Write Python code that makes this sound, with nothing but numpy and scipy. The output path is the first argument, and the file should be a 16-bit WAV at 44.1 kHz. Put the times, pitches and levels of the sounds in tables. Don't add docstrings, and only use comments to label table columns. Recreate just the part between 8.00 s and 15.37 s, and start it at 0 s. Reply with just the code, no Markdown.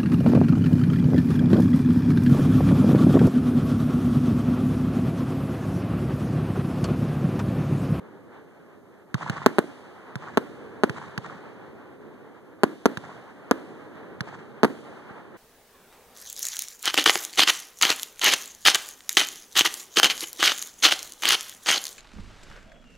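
import sys
import numpy as np
from scipy import signal
from scipy.fft import rfft, irfft, next_fast_len
from scipy.io import wavfile
from scipy.ndimage import uniform_filter1d

SR = 44100
rng = np.random.default_rng(int(sys.argv[2]) if len(sys.argv) > 2 else 0)


def boost_factor(decibels):
    exponent = np.asarray(decibels, float) / 20
    return 10 ** exponent


def dump(signal):
    limited = np.clip(np.atleast_2d(signal).T, -1, 1)
    pcm = np.round(limited * 32767).astype(np.int16)
    wavfile.write(sys.argv[1], SR, pcm)


N = 325017
T = np.arange(N) / SR

# (time [s], level [dB], shock front against the burst [dB],
# ground bounce lag [ms], shock front against the bounce [dB])
SHELL_BURSTS = [(1.4620, -2.5, 1, 4.56, -13), (1.5845, -5, -13, 4.97, -7), (2.3732, -5.5, -7.5, 4.51, -13),
                (2.8355, -5, -11, 4.77, -14.5), (4.6344, -4, 0.5, 4.9, -4.5),
                (4.8570, -3.5, -4.5, 4.33, -7), (5.5116, -5.5, -1.5, 4.165, -25.5),
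                (6.6327, -3, -12, 4.66, -11), (6.6464, -7, -7, 4.3, -4.5)]
# (time [s], muzzle crack [dB], tube thump [dB], thump swell [ms], echo level [dB])
LAUNCHES_AND_FAR_BANGS = [(1.143, -17.5, -13.5, 5.2, -33), (1.2972, -18, -15.5, 3.7, -36),
                          (2.1556, -23, -22, 5.5, -40.5), (2.8955, -21.5, -21.5, 4.8, -38.5),
                          (3.1776, -20, -20.5, 4.4, -39.5), (4.9722, -20.5, -23, 3.1, -43.5),
                          (5.9549, -47, -36, 2.1, -75), (6.2066, -17.5, -21.5, 4.4, -41),
                          (7.107, -59, -32, 2, -63)]


def on_bins(points, count):
    hz, value = np.transpose(points)
    return np.interp(np.log(np.fft.rfftfreq(count, 1 / SR) + 1), np.log(hz), value)


def diffuse(colour, count=N):
    # (frequency [Hz], share [0-1])
    alike_shares = [(100, 0.93), (400, 0.83), (900, 0.4), (2000, 0), (5000, 0.1)]
    size = next_fast_len(count)
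    alike = np.clip(on_bins(alike_shares, size), 0, 1)
    mid, side = rfft(rng.standard_normal((2, size)))
    ports = mid * np.sqrt(1 + alike) + side * np.sqrt(1 - alike) * np.array([[1], [-1]])
    out = irfft(ports * boost_factor(on_bins(colour, size)), size)[:, :count]
    return out / out.std()


def causal(points, size=1024):
    cepstrum = irfft(np.log(boost_factor(on_bins(points, size))), size)
    cepstrum[1:size // 2] *= 2
    cepstrum[size // 2 + 1:] = 0
    return irfft(np.exp(rfft(cepstrum)), size)[:size // 2]


def add(out, s, sound):
    i = int(round(s * SR))
    out[..., i:i + sound.shape[-1]] += sound[..., :N - i]


def flutter(rate, db):
    hold = int(SR / rate)
    steps = np.repeat(rng.standard_normal(N // hold + 1), hold)
    return boost_factor(db * uniform_filter1d(steps, hold)[:N])


def recorder_hiss():
    # (frequency [Hz], level [dB])
    hiss_colour = [(1000, -2), (6000, 2), (11000, 0.46), (13500, 2)]
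    return boost_factor(-72.5) * diffuse(hiss_colour)


def rumble():
    # (time [s], level [dB])
    earlier_bursts = [(-1.95, -4.5), (-1.3, -4)]
    # (lag [s], low roll [dB], upper roar [dB])
    land = [(0.1, -59, -85), (0.24, -48.5, -53.5), (0.38, -51.5, -51), (0.5, -54, -52), (0.7, -49, -53.5),
            (0.95, -45, -53), (1.35, -45, -53.5), (1.6, -47.5, -57.5), (1.9, -52, -57.5), (2.3, -62, -56),
            (3.0, -68, -72)]
    # (frequency [Hz], level [dB])
    roll_colour = [(30, -24), (60, -6.5), (100, -1), (250, 0), (420, -1.5), (600, -11), (900, -40),
                   (1500, -70)]
    roar_colour = [(300, -3.5), (600, 0), (800, 1.5), (1200, -2), (2200, -10), (4500, -26), (9000, -39.5)]
    night_roll_db, night_roar_db = -53, -73
    launch_roar_db, launch_roar_s = -15, 0.14

    lag, roll_db, roar_db = np.transpose(land)
    roll_power = np.full(N, boost_factor(2 * night_roll_db))
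    roar_power = np.full(N, boost_factor(2 * night_roar_db))
    for s, db in earlier_bursts + [row[:2] for row in SHELL_BURSTS]:
        roll_power += (T > s) * boost_factor(2 * (db + np.interp(T - s, lag, roll_db)))
        roar_power += (T > s) * boost_factor(2 * (db + np.interp(T - s, lag, roar_db)))
    for s, *_, echo_db in LAUNCHES_AND_FAR_BANGS:
        swell = np.clip(T - s, 0, None) / launch_roar_s
        roar_power += (boost_factor(echo_db + launch_roar_db) * swell * np.exp(1 - swell)) ** 2
    roll = np.sqrt(roll_power) * diffuse(roll_colour) * flutter(19, 1.0)
    roar = np.sqrt(roar_power) * diffuse(roar_colour) * flutter(25, 2.1)
    return roll + roar


def launches():
    # (lag [s], crack against the launch's echo level [dB], thump against the direct thump [dB])
    walls = [(.0100, 0, -8.5), (0.0392, -12, -32), (.056, -16, -20), (0.0685, 1.5, -25),
             (0.0805, -1.5, -15), (0.0859, -1.5, -25), (0.101, -14, -17), (0.1218, 2, -17),
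             (.1307, -6, -35), (0.1462, -0.5, -16), (0.173, -14, -16), (0.184, -17, -14.5)]
    # (lag [s], level against the echo level [dB], spread [ms])
    house_streets = [(0.078, -3.5, 9.8), (0.132, -8, 19), (.185, -11.5, 22.0)]
    # (frequency [Hz], level [dB])
    street_colour = [(200, 8.5), (550, -9), (1100, 1), (1800, -1), (3500, -18), (8000, -20.5),
                     (14000, -103)]
    # (level against the echo level [dB], 60 dB decay [s], colour (frequency [Hz], level [dB]))
    haze_scatter = (-7.5, 1.43, [(60, -15), (140, 23), (400, -22), (1100, -11), (2200, -4.5), (4500, -11.5),
                    (9000, -19.5), (14000, -56)])
    smear_ms = 1.292

    direct, slaps, street_power, haze_power = np.zeros((4, N))
    t, long = T[:4000], T[:SR]
    haze_db, haze_t60, haze_colour = haze_scatter
    gas_band = signal.butter(1, [1100, 4500], "band", fs=SR, output="sos")
    for s, crack_db, thump_db, swell_ms, echo_db in LAUNCHES_AND_FAR_BANGS:
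        muzzle = np.cos(2 * np.pi * 1550 * t) * np.exp(-t / 0.0005) * (1 - np.exp(-t / 0.00004))
        gas = signal.sosfilt(gas_band, rng.standard_normal(len(t)))
        crack = muzzle + 0.31 * gas * np.exp(-(t / 0.0044) ** 2)
        sagging = np.cos(2 * np.pi * 135 * (t - 0.0015 * np.exp(-t / 0.0036)) + 1.2)
        swell = t * 1000 / swell_ms
        thump = boost_factor(thump_db) * sagging * swell * np.exp(1 - swell)
        add(direct, s, boost_factor(crack_db) * crack + thump)

        for lag, db, low_db in walls:
            chance_db, pitch, turn = rng.random(3) * [4, 1, 1]
            falling = np.cos(2 * np.pi * ((950 + 650 * pitch) * t * (1 - 40 * t) + turn))
            ring = falling * np.exp(-(t * 1000 / smear_ms - 2) ** 2)
            add(slaps, s + lag - 2 * smear_ms / 1000, boost_factor(echo_db + db + chance_db) * ring)
            add(slaps, s + lag, boost_factor(low_db) * thump)
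        for lag, db, spread_ms in house_streets:
            spread = np.exp(-((long - lag) * 1000 / spread_ms) ** 2)
            add(street_power, s, boost_factor(2 * (echo_db + db)) * spread)
        build_up = np.clip(long / 0.058, 0, 1) ** 2
        add(haze_power, s, boost_factor(2 * (echo_db + haze_db - 60 * long / haze_t60)) * build_up)
    streets = np.sqrt(street_power) * diffuse(street_colour) * flutter(250, 3.6)
    haze = np.sqrt(haze_power) * diffuse(haze_colour) * flutter(340, 1.5)
    return direct, slaps + streets + haze


def bursts():
    # (level against the burst [dB], 60 dB decay [s], colour (frequency [Hz], level [dB]))
    close_scatter = (-22.5, 0.05, [(100, -24), (250, 0), (500, -7), (1200, 0.5), (2200, -13.5), (5000, -24),
                     (14000, -35)])
    near_scatter = (-28, 0.5, [(60, -55), (150, 1), (280, 8.5), (450, -0.5), (800, -14), (2000, -20),
                    (5000, -48), (14000, -37)])
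    far_scatter = (-55.5, 1.98, [(300, -14.5), (1000, -18), (2500, 7.5), (5000, 2), (10000, -3.5),
                   (14000, -32)])
    swing_hz, bounce_db = 292, -0.1

    direct, close_power, near_power, far_power = np.zeros((4, N))
    t = T[:1200]
    swing = 0.81 * np.cos(2 * np.pi * swing_hz * t) * np.exp(-(t / 0.0029) ** 2)
    kick = 1.02 * (1 - t / 0.00027) * np.exp(-t / 0.0004)
    sharp = (swing + kick) * (1 - np.exp(-t / 0.0001))
    dull = (swing + kick) * (1 - np.exp(-t / 0.0002))
    for s, db, front_db, lag_ms, bounce_front_db in SHELL_BURSTS:
        crackle = boost_factor(-8.5) * rng.standard_normal(len(t)) * np.exp(-t / 0.00041)
        front = (1 - t / 0.000094) * np.exp(-t / 0.00007) + crackle
        add(direct, s, boost_factor(db) * (sharp + boost_factor(front_db) * front))
        bounce = dull + boost_factor(bounce_front_db) * front
        add(direct, s + lag_ms / 1000, boost_factor(db + bounce_db) * bounce)
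        for power, (tail_db, t60, _) in ((close_power, close_scatter), (near_power, near_scatter),
                                         (far_power, far_scatter)):
            add(power, s + 0.0028, boost_factor(2 * (db + tail_db - 60 * T / t60)))
    close = np.sqrt(close_power) * diffuse(close_scatter[2])
    near = np.sqrt(near_power) * diffuse(near_scatter[2]) * flutter(200, 2.1)
    far = np.sqrt(far_power) * diffuse(far_scatter[2])
    direct = signal.sosfilt(signal.butter(2, 105, "high", fs=SR, output="sos"), direct)
    return direct, close + near + far


def scene():
    # (frequency [Hz], level [dB])
    direct_colour = [(1000, 1.5), (3000, 5.5), (6000, 5.5), (9000, 2), (11500, 0), (14000, -11)]
    # (frequency [Hz], level [dB])
    body_shade = [(1500, 2), (3000, -8), (6000, -27), (10000, -14), (14000, 1)]
    # (frequency [Hz], level [dB])
    right_port = [(40, 3), (120, 1.5), (400, 3), (1100, 1.5), (1700, 6), (2300, 1.5), (3200, 2.5),
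                  (6000, -1.5), (14000, -0.5)]
    port_lag = 1

    land = rumble()
    mortar, echoes = launches()
    shell, tails = bursts()
    direct = signal.fftconvolve(shell + mortar, causal(direct_colour))[:N]
    shaded = np.roll(signal.fftconvolve(direct, causal(body_shade))[:N], port_lag)
    left, right = np.array([direct, shaded]) + tails + echoes + land
    return np.array([left, signal.fftconvolve(right, causal(right_port))[:N]])


def widen(x):
    # (frequency [Hz], share [0-1])
    feed_to_left = [(300, 0.79), (2600, 0.88), (4000, 0.82), (5300, 0.13), (8000, 0), (14000, 0.1)]
    feed_to_right = [(300, 0.9), (4000, 0.85), (14000, 0.69)]
    cross_lag = 17
    size = next_fast_len(N)
    shares = np.clip([on_bins(feed_to_left, size), on_bins(feed_to_right, size)], 0, 1)
    other = irfft(rfft(x[::-1], size) * shares, size)[:, :N]
    return x - np.roll(other, cross_lag, axis=1)


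def top_cut(x):
    return signal.sosfilt(signal.butter(12, 16520, fs=SR, output="sos"), x)


def record(dry):
    x = dry + recorder_hiss()
    x = signal.sosfilt(signal.butter(3, 75, "high", fs=SR, output="sos"), x)
    x = widen(x)
    x = signal.sosfilt(signal.cheby2(16, 50, 14350, fs=SR, output="sos"), x)
    mix = np.clip(x, -1, 1)
    return top_cut(mix)


dry = scene()
out = record(dry)
dump(out)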